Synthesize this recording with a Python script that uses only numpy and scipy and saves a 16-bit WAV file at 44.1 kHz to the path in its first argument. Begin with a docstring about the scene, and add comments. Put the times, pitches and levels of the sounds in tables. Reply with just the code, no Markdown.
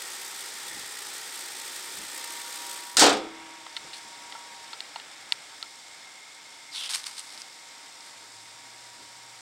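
"""A big car idles very quietly: its open engine bay hisses in time with the firing and a belt pulley whines.
The heavy bonnet is slammed: latch steel clangs, the panel lands, chatters and rings, and the hiss is shut in.
A plastic shell clicks in the hand, a sole scuffs over grit, feet thud softly and a far vehicle starts to hum.
Hiss and scrapes are coloured noise, metal and plastic are struck decaying modes, whine and hum are sines."""
import sys
import numpy as np
from scipy import signal
from scipy.fft import rfft, irfft, next_fast_len
from scipy.io import wavfile
from scipy.ndimage import map_coordinates

SR = 44100
rng = np.random.default_rng(int(sys.argv[2]) if len(sys.argv) > 2 else 0)


def file_out(sig):
    """Save sig as 16-bit WAV at sys.argv[1]."""
    # one column per channel
    cols = np.atleast_2d(sig).T
    # limit, then scale
    lim = np.clip(cols, -1, 1)
    pcm = np.round(lim * 32767).astype(np.int16)
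    wavfile.write(sys.argv[1], SR, pcm)


N = 414969

# Correlation of left with right: pitch_hz, likeness [0-1]
STEREO_LIKENESS = [(100, 0.94), (500, 0.9), (1200, 0.83), (2500, 0.99), (5500, 1), (8000, 1), (10000, 0.81),
                   (14000, 1)]
TOP_HZ = 15850  # nothing sounds above this

# Exhaust hum of the far vehicle
FAR_S, FAR_ATTACK_S, FAR_DB = 8.08, 0.12, -67.5
FAR_START_HZ, FAR_TOP_HZ, FAR_CLIMB_S = 100.7, 123, 0.68  # climb: time constant of the pitch

# Soft thuds of feet and pushed air: middle_s, level_db, half_length_s
THUDS = [(.76, -55, 0.067), (2.01, -54, 0.053), (3, -43, 0.027), (3.86, -55.5, .025), (4.058, -64, .025),
         (9.014, -58, 0.031)]
# Relative spectrum of the thuds: pitch_hz, level_db [per Hz]
THUD_COLOUR = [(20, -14), (55, -9), (150, -0.5), (320, 3.5), (600, -4), (1500, -40)]

# Relative spectrum of the open engine bay: pitch_hz, level_db [per Hz]
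BAY_COLOUR = [(24, -56), (40, -28), (242, -12.5), (380, -7.5), (693, -10.5), (935, -4), (1030, -6.5),
              (1840, -3.5), (2810, -5.5), (3440, -1.5), (6580, -5), (8450, -3), (10100, -10), (14700, -13),
              (15800, -19)]
# Resonances of the bay, relative to its colour: pitch_hz, width_hz, level_db
BAY_PEAKS = [(364, 110, -2.5), (505, 57, 0), (797, 100, 1), (933, 54, -6.5), (1336, 180, -0.5),
             (1870, 140, -1), (2150, 660, -6), (3500, 260, -11), (5100, 1000, -7), (8430, 2200, -5)]
# Part of the bay's power that pulses with the firing: pitch_hz, share [0-1]
PULSING_SHARE = [(900, 0.04), (2500, 0.35), (6000, 0.34), (9000, 0.91), (12000, 1.0)]
# Relative spectrum of the dull rush of the closed car: pitch_hz, level_db [per Hz]
BODY_COLOUR = [(20, -50.5), (40, -32), (120, -17), (200, -16.5), (290, -12.5), (400, -13), (510, -11),
               (700, -9), (1190, -9), (1700, -7), (2200, -7), (2650, -10.5), (3600, -10), (7000, -90)]
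# Resonances of the closed car, relative to its colour: pitch_hz, width_hz, level_db
BODY_PEAKS = [(291, 27, -2.5), (781, 38, 0.5), (920, 56, 2), (1307, 31, -1.5), (2166, 165, -3.5)]
# Relative spectrum of the hiss through the grille: pitch_hz, level_db [per Hz]
GRILLE_COLOUR = [(20, -68.5), (1600, -35), (2950, -13.5), (3550, 0), (4150, -3), (5300, 0), (6300, -7),
                 (7600, -3), (9000, -7), (9900, -17.5), (11700, -17), (12600, -29), (15800, -26)]
# Level of the hiss through the grille: time_s, level_db
GRILLE_LEVEL = [(3.3, -52), (3.8, -48), (4.5, -48), (5.1, -49.5), (5.8, -49), (6.2, -50.5), (7.2, -49),
                (9.41, -49.5)]
BAY_DB = -38.5  # the engine with the bonnet up
BODY_DB = -48.5  # the closed car from close by
FALL_S, FALL_LENGTH_S, FALL_LOSS_DB = 2.755, 0.22, 9.5  # bay loss on landing; it goes on deepening
RETREAT_S, RETREAT_LENGTH_S = 4.67, 1  # the listener steps back
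RETREAT_BODY_DB, RETREAT_WHINE_DB = -3, -6.5  # what that costs the rush and the whine
ASIDE_S, ASIDE_LENGTH_S = 7.1, 0.97  # the listener moves round to the wing
ASIDE_HZ, ASIDE_WIDTH_HZ, ASIDE_DB = 3100, 1500, -4  # the band that the grille beams forwards
# Narrow bands of noise that swell now and then: middle_s, half_length_s, pitch_hz, width_hz, level_db
SINGING_BANDS = [(.75, 0.23, 1850, 130, -52.5), (6.4, 0.83, 2146, 150, -57)]

# The hunting idle, as the pitch of the pulley: time_s, pitch_hz
IDLE = [(0, 918), (2.12, 920), (2.3, 939.5), (2.95, 959), (3.3, 939), (3.55, 950), (3.7, 923), (4.05, 933),
        (4.3, 952), (4.65, 934), (4.8, 913), (5.3, 913), (5.65, 931), (6.1, 922), (7.65, 933), (8.5, 935),
        (8.85, 955), (9.41, 925)]
CYCLES_PER_FIRING = 14.8  # pulley cycles to one firing
# Partials of the whine: ratio [to pulley pitch], level_db [relative]
WHINE_LINES = [(.835, -12.5), (1, 0), (1.19, -8.5), (2.25, -18)]
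WHINE_ONSET_HZ, WHINE_KNEE_HZ = 915.2, 14.5  # the whine swells past this pitch, then levels off
WHINE_DB, WHINE_GROWTH_DB = -65, 18.5  # level at the onset pitch, most that speed adds
WHINE_SHUT_DB = -2.5  # what the closed bonnet takes off

# A sole scraping over grit: start_s, length_s, level_db
SCUFFS = [(3.92, 0.062, -48), (6.724, 0.15, -40), (6.888, 0.031, -31), (6.929, 0.028, -29.5),
          (6.97, 0.44, -49), (7.05, 0.023, -38.5), (7.165, .022, -44), (8.011, 0.095, -52.5)]
# Relative spectrum of grit, also used for the scatter of the shell: pitch_hz, level_db [per Hz]
GRIT_COLOUR = [(20, -80), (350, -46), (600, -18.5), (1070, -6), (1400, -6), (2820, -5), (5000, 2),
               (7050, -7), (8650, -1), (11500, -15), (15800, -30)]
# Single grains cracking under the sole: start_s, level_db, pitch_hz
GRAINS = [(6.8608, -23, 5100), (6.8928, -21, 4000), (6.936, -18, 3530), (7.0413, -25, 4000),
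          (7.068, -23, 4550), (7.181, -28, 4400), (7.195, -23, 8500), (7.377, -29, 5000),
          (7.4185, -26, 4940), (8.007, -34, 5510)]
SCUFF_ATTACK_S, SCUFF_RELEASE_S = 0.02, 0.016  # rise, and time to fall by 1/e
RASP_S, RASP_LENGTH_S, RASP_DB = 6.708, 0.15, -36  # the sole rasps as weight comes on
RASP_ATTACK_S, RASP_RELEASE_S = 0.054, 0.029
RASP_START_HZ, RASP_END_HZ, RASP_SINK_S = 5410, 3140, 0.045  # its pitch sinks under the load

# Clicks of the shell: start_s, level_db, brightest_hz, slip_s [fall by 1/e], hollow_db
CLICKS = [(3.6645, -30, 1100, 0.0049, -50), (3.7662, -18, 3470, 0.0039, -45),
          (3.9314, -27.5, 4400, 0.018, -60), (4.3234, -27, 2403, 0.0021, -55),
          (4.3512, -31.5, 1043, 0.0074, -34), (4.7312, -25.5, 2590, 0.0035, -35.5),
          (4.8051, -18, 3970, .0002, -50), (4.959, -23, 1770, 0.005, -50), (4.999, -30, 2800, 0.0018, -57),
          (5.3223, -5.5, 3750, 0.00014, -40), (5.6273, -18, 4300, 0.0012, -37)]
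# Modes of the plastic shell: pitch_hz, level_db [relative], t60_s
SHELL_MODES = [(930, -5.5, 0.027), (1360, -18.5, 0.044), (1940, -11.5, 0.016), (2270, -15.5, 0.016),
               (2790, -6, 0.0081), (3580, -0.5, 0.0048), (4340, 0, 0.007), (5400, -13, 0.0038),
               (7930, -13, 0.0044), (8900, -25, 0.004)]
HOLLOW_HZ, HOLLOW_T60_S = 1350, 0.069  # the air inside the shell

# Bonnet contacts: start_s, latch_db, panel_db, freedom [share of the free ringing time, 0-1]
SLAM = [(2.9688, -15, -42, 0.38), (2.9835, -18.5, -22, 0.23), (2.9938, -14, -30.5, 0.98),
        (3.008, -18, -19.5, 0.8), (3.02, -22.5, -12.5, 0.9)]
# Relative spectrum of the struck latch: pitch_hz, level_db [per Hz]
LATCH_COLOUR = [(40, -54), (150, -39), (400, -16), (800, -14), (1400, -4), (2000, -7.5), (2740, -9),
                (3740, -2), (5520, -1), (6800, -2.5), (8470, -1.5), (10500, -17.5), (15800, -25)]
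# Modes of the steel latch, ringing freely: pitch_hz, level_db [relative], t60_s
LATCH_MODES = [(3610, 2, 0.24), (4640, 8, 0.26), (4820, -5, 0.25), (5070, 3, 0.24), (5180, -4, 0.54),
               (5500, 5, 0.22), (5700, -5, .26), (5882, 1, .26), (7900, -2, 0.19), (8600, 2, .16)]
# Relative spectrum of the struck panel: pitch_hz, level_db [per Hz]
PANEL_COLOUR = [(20, -70), (45, -50), (140, -27), (215, -17), (295, -2), (360, -7.5), (490, -2), (614, -7),
                (740, -1.5), (1000, -9.5), (1750, -12.5), (5400, -15.5), (9200, -27), (15800, -49)]
# Modes of the bonnet panel, ringing freely: pitch_hz, level_db [relative], t60_s
PANEL_MODES = [(117, -30, 0.62), (204, -17, 0.52), (224, -15.5, 0.75), (288, 4, 0.22), (310.7, -1, 0.35),
               (325.6, -17.5, 1.82), (395, -2.5, 0.33), (422, -4.5, 0.59), (481, -3, 0.28), (518, -7, 0.39),
               (580, -13, .42), (748, 0, 0.33), (810, -3, 0.29), (850, -2.5, 0.29), (1006, -4, 0.27),
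               (1060, -12, .33), (1240, -7.5, 0.61), (1330, -17.5, 1.05), (1430, -8, .33),
               (1910, -13, 0.34), (2050, -22, 0.57), (3120, 0.5, 0.22), (3430, -13.5, 0.71),
               (3600, -8, 0.34), (3730, -16, .6)]
# Free ringing time of dense steel modes: pitch_hz, t60_s
STEEL_DECAY = [(60, 0.69), (220, 0.73), (500, 0.54), (1200, 0.49), (3500, 0.41), (6000, 0.27),
               (14000, 0.17)]
CHATTER_GAP_S, CHATTER_SPREAD = 0.02, 1.2  # first gap after landing, each gap over the one before
CHATTER_LATCH_DB, CHATTER_PANEL_DB, CHATTER_FREEDOM = -23, -16, 0.57  # levels before they die away
CHATTER_LATCH_LIFE_S, CHATTER_PANEL_LIFE_S = 0.27, 0.2  # time to die by 60 dB


def amp(db):
    """Decibels to gain."""
    return np.exp(np.asarray(db) * (np.log(10) / 20))


def unit(x):
    """Scale to rms 1."""
    return x / np.sqrt(np.mean(x ** 2) + 1e-20)


def along(points, hz):
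    """Read a (pitch_hz, value) table on a log pitch axis."""
    f, v = np.transpose(points)
    return np.interp(np.log(hz + 1), np.log(f + 1), v)


def curves(rows):
    """One value per sample for each column after the time."""
    s, *columns = np.transpose(rows)
    return [np.interp(np.arange(N) / SR, s, column) for column in columns]


def ramp(s, length_s):
    """A straight rise from 0 to 1 that starts at time s."""
    return np.clip((np.arange(N) / SR - s) / length_s, 0, 1)


def stroke(s, length_s, attack_s, release_s):
    """Attack, hold and exponential release."""
    overrun = np.maximum(np.arange(N) / SR - s - length_s, 0)
    return ramp(s, attack_s) * np.exp(-overrun / release_s)


def swell(middle_s, half_s):
    """A bell-shaped rise and fall of peak 1."""
    t = np.arange(N) / SR
    return np.exp(-0.5 * ((t - middle_s) / half_s) ** 2)


def glide(s, start_hz, end_hz, settle_s):
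    """A sine whose pitch settles from one value to another after time s."""
    age = np.maximum(np.arange(N) / SR - s, 0)
    hz = end_hz + (start_hz - end_hz) * np.exp(-age / settle_s)
    return np.sin(2 * np.pi * np.cumsum(hz) / SR)


def wobble(rate):
    """A smooth random curve, rate knots a second."""
    knots = N * rate / SR
    positions = np.linspace(0, knots, 10 * int(knots) + 2)
    coarse = map_coordinates(rng.standard_normal(int(knots) + 4), [positions])
    return np.interp(np.arange(N), np.linspace(0, N, len(coarse)), coarse)


def filtered(x, response):
    """Multiply the spectrum of x by a response of frequency."""
    n = x.shape[-1]
    m = next_fast_len(n + 8192)
    return irfft(rfft(x, m) * response(np.fft.rfftfreq(m, 1 / SR)), m)[..., :n]


def thin(x, corner_hz):
    """Small parts radiate little below their corner frequency."""
    return signal.sosfilt(signal.butter(3, corner_hz, "highpass", fs=SR, output="sos"), x)


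def noise(colour, peaks=(), size=N, drive=1):
    """Nearly mono stereo noise of rms 1: a broad colour with resonances standing on it."""
    def response(hz):
        humps = sum(amp(db) / (1 + (2 * (hz - centre) / width) ** 2) for centre, width, db in peaks)
        turn = np.arccos(np.clip(along(STEREO_LIKENESS, hz), 0, 1)) / 2
        return amp(along(colour, hz)) * (1 + humps) * np.array([np.cos(turn), np.sin(turn)])
    mid, side = filtered(drive * rng.standard_normal((2, size)), response)
    return unit(np.array([mid + side, mid - side]))


def add(track, s, sound):
    """Mix a sound into a track at time s."""
    start = round(s * SR)
    track[..., start:start + sound.shape[-1]] += sound[..., :N - start]


def far_vehicle():
    """The exhaust note of a far vehicle climbs as it gathers speed."""
    level = ramp(FAR_S, FAR_ATTACK_S) * amp(FAR_DB + 2.12 * wobble(12))
    return level * glide(FAR_S, FAR_START_HZ, FAR_TOP_HZ, FAR_CLIMB_S)


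def thuds():
    """Dull low swells of noise from shifting feet and pushed air."""
    return noise(THUD_COLOUR) * sum(amp(db) * swell(s, half) for s, db, half in THUDS)


def walls(x, echo_db, count=10):
    """Near metal walls send back weak copies at fixed delays, whose strengths drift and shift the comb."""
    delays = (SR * rng.uniform(0.001, 0.014, count)).astype(int)
    return unit(x + sum(amp(echo_db) * wobble(1.235) * np.roll(x, delay, -1) for delay in delays))


def injectors(depth_db, scatter_db):
    """A spurt of hiss for each firing of the twelve cylinders, in step with the idle."""
    firings = np.cumsum(curves(IDLE)[0] / CYCLES_PER_FIRING) / SR
    size = 1 + 0.13 * rng.standard_normal(size=12)[firings.astype(int) % 12]
    spurt = (0.5 - 0.5 * np.cos(2 * np.pi * (firings % 1) ** 0.85)) * size
    return unit(amp(depth_db * spurt + scatter_db * wobble(140)))


def open_bay(spurts):
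    """Hiss from the bay: the treble pulses most with the firing, the rest is steady between metal walls."""
    def share(hz):
        return np.clip(along(PULSING_SHARE, hz), 0, 1)
    pulsing = filtered(noise(BAY_COLOUR, BAY_PEAKS, drive=spurts), lambda hz: np.sqrt(share(hz)))
    steady = walls(noise(BAY_COLOUR, BAY_PEAKS), echo_db=-18)
    steady = filtered(steady, lambda hz: np.sqrt(1 - share(hz)))
    return amp(BAY_DB + 0.27 * wobble(8)) * (pulsing + steady)


def closed_body():
    """The dull resonant rush of the closed car, softer once the listener steps back."""
    db = BODY_DB + RETREAT_BODY_DB * ramp(RETREAT_S, RETREAT_LENGTH_S)
    return amp(db + 0.73 * wobble(6)) * noise(BODY_COLOUR, BODY_PEAKS)


def grille(spurts):
    """Pulsing hiss escapes forwards through the grille; its beamed band drops as the listener moves aside."""
    hiss = walls(noise(GRILLE_COLOUR, drive=1 + 0.44 * spurts), echo_db=-26)
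    hiss = amp(curves(GRILLE_LEVEL)[0]) * hiss
    beam = filtered(hiss, lambda hz: np.exp(-(2 * (hz - ASIDE_HZ) / ASIDE_WIDTH_HZ) ** 2))
    return hiss - (1 - amp(ASIDE_DB)) * ramp(ASIDE_S, ASIDE_LENGTH_S) * beam


def engine():
    """The open bay gives way to the closed car and its grille as the bonnet falls."""
    fallen = np.maximum(np.arange(N) / SR - FALL_S, 0) / FALL_LENGTH_S
    gap = amp(-FALL_LOSS_DB * fallen ** 2)  # the bonnet gathers speed
    spurts = injectors(depth_db=6, scatter_db=2.04)
    return gap * open_bay(spurts) + (1 - gap) * (closed_body() + grille(spurts))


def singing():
    """Now and then one narrow band of noise swells and fades."""
    def band(centre, width):
        response = lambda hz: 1 / (1 + (2 * (hz - centre) / width) ** 2)
        return unit(filtered(rng.standard_normal(N), response))
    return sum(amp(db) * swell(s, half) * band(hz, width) for s, half, hz, width, db in SINGING_BANDS)


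def pulley():
    """A thin unsteady whine that grows louder whenever the idle lifts."""
    hz, = curves(IDLE)
    db = WHINE_DB + WHINE_GROWTH_DB * np.tanh((hz - WHINE_ONSET_HZ) / WHINE_KNEE_HZ)
    db = db + WHINE_SHUT_DB * ramp(FALL_S + FALL_LENGTH_S, 0.05)
    db = db + RETREAT_WHINE_DB * ramp(RETREAT_S, RETREAT_LENGTH_S)
    phase = 2 * np.pi * np.cumsum(hz * (1 + 0.0026 * wobble(45))) / SR
    return sum(amp(db + line_db + 0.44 * wobble(10)) * np.sin(ratio * phase)
               for ratio, line_db in WHINE_LINES)


def scuffs():
    """A sole drags over grit: dense clumped grains and a rasp that sinks in pitch."""
    pressure = sum(amp(db) * stroke(s, length, SCUFF_ATTACK_S, SCUFF_RELEASE_S)
                   for s, length, db in SCUFFS)
    grains = (rng.random(N) < 10000 / SR) * amp(2.46 * wobble(260))  # about 10000 a second
    # low noise rides on the gliding sine and roughens it into a rasp
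    roughness = unit(filtered(rng.standard_normal(N), lambda hz: 1 / (1 + (hz / 650) ** 2.3)))
    carrier = glide(RASP_S, RASP_START_HZ, RASP_END_HZ, RASP_SINK_S)
    rasp = unit(roughness * amp(1.5 * wobble(200)) * carrier)
    weight = amp(RASP_DB) * stroke(RASP_S, RASP_LENGTH_S, RASP_ATTACK_S, RASP_RELEASE_S)
    return thin(pressure * noise(GRIT_COLOUR, drive=grains) + weight * rasp, corner_hz=503)


def grit():
    """A grain cracks in a snap of a few cycles and a spray of dust."""
    out, t = np.zeros((2, N)), np.arange(SR // 20) / SR
    age = t / 0.00026
    for s, db, hz in GRAINS:
        snap = age * np.exp(1 - age) * np.sin(2 * np.pi * hz * t)
        dust = noise(GRIT_COLOUR, size=len(t)) * amp(-10.5 - 60 * t / 0.012)
        add(out, s, amp(db) * (snap + dust))
    return thin(out, corner_hz=600)


def clicks():
    """A seam of the shell slips in quick jerks that ring its modes, brighter or duller from click to click."""
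    out, t = np.zeros((2, N)), np.arange(SR // 10) / SR
    hz, mode_db, t60 = np.transpose(SHELL_MODES)[:, :, None]
    side = np.cos(np.pi * np.arange(len(hz)))[:, None]  # neighbouring modes swing opposite ways
    for s, db, bright_hz, slip_s, hollow_db in CLICKS:
        dulling_db = 3.85 * np.log2(hz / bright_hz) ** 2  # modes far from the brightest are weaker
        gain = side * amp(mode_db - dulling_db + rng.standard_normal(hz.shape))
        modes = np.sum(gain * np.sin(2 * np.pi * hz * t) * amp(-60 * t / t60), 0)
        jerk = modes * (1 - np.exp(-t / 0.000098))
        slips = (rng.random(len(t)) < 3000 / SR) * rng.standard_normal(len(t))
        slips = slips * 0.5 * np.exp(-t / slip_s)
        slips[0] = 1
        click = signal.fftconvolve(jerk, slips)[:len(t)]
        scatter_gain = amp(-31 - 60 * t / 0.0088) + amp(-30.5 - 60 * t / 0.06)
        scatter = noise(GRIT_COLOUR, size=len(t)) * scatter_gain
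        hollow = amp(hollow_db - 60 * t / HOLLOW_T60_S) * np.sin(2 * np.pi * HOLLOW_HZ * t)
        add(out, s, amp(db) * (click / np.abs(click).max() + scatter) + hollow)
    return thin(out, corner_hz=637)


def ring(modes, s, t, freedom):
    """Damped modes struck at time s, their phases kept near a common clock so that blows build up."""
    hz, db, t60 = np.transpose(modes)[:, :, None]
    gain = amp(db)
    waves = np.sin(2 * np.pi * (hz * (s + t) + 0.3 * rng.random(hz.shape)))
    decay = amp(-60 * t / (freedom * t60))
    return np.sum(gain * waves * decay, 0) / np.sqrt(np.sum(gain ** 2) / 2)


def clang(colour, freedom):
    """Countless steel modes struck at once, as noise whose high bands die first."""
    hz, t, bands = signal.stft(noise(colour, size=SR // 2), SR, nperseg=256)
    decay = amp(-60 * t / (freedom * along(STEEL_DECAY, hz)[:, None]))
    return signal.istft(bands * decay, SR, nperseg=256)[1][:, :SR // 2]


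def chatter(count=6):
    """After landing the panel rattles on its stops, ever slower and weaker: rows like those of SLAM."""
    rows = []
    for age in np.cumsum(CHATTER_GAP_S * CHATTER_SPREAD ** np.arange(count)):
        latch_db = CHATTER_LATCH_DB - 60 * (age / CHATTER_LATCH_LIFE_S) ** 2
        panel_db = CHATTER_PANEL_DB - 60 * (age / CHATTER_PANEL_LIFE_S) ** 2
        rows.append((SLAM[-1][0] + age, latch_db, panel_db, CHATTER_FREEDOM))
    return rows


def bonnet():
    """The safety hook and latch strike first; then the panel lands on its stops, chatters and rings."""
    latch, panel = np.zeros((2, 2, N))
    t = np.arange(SR) / SR
    early = t[:SR // 2]
    for s, latch_db, panel_db, freedom in SLAM + chatter():
        steel = amp(0.5) * clang(LATCH_COLOUR, freedom)
        steel = steel + amp(-12.5) * ring(LATCH_MODES, s, early, freedom)
        bite = 1 + 0.29 * np.exp(-early / 0.0023)  # a slightly harder onset
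        add(latch, s, amp(latch_db) * steel * bite)
        rise = amp(panel_db) * (1 - np.exp(-t / 0.0018))  # the wide sheet takes time to move
        add(panel, s, amp(-0.8) * rise[:SR // 2] * clang(PANEL_COLOUR, freedom))
        add(panel, s, amp(-9) * rise * ring(PANEL_MODES, s, t, freedom ** 0.5))
    return thin(latch, corner_hz=450) + panel


def scene():
    """Everything is close and dry in the open air, but for the far vehicle's faint hum."""
    background = far_vehicle() + thuds()
    car = engine() + singing() + pulley()
    return background + car + scuffs() + grit() + clicks() + bonnet()


def record(dry):
    """Round the highest peaks and keep nothing above the band limit."""
    rounded = dry / (1 + np.abs(dry / 0.7) ** 6) ** (1 / 6)
    return filtered(rounded, lambda hz: hz < TOP_HZ)


dry = scene()
out = record(dry)
file_out(out)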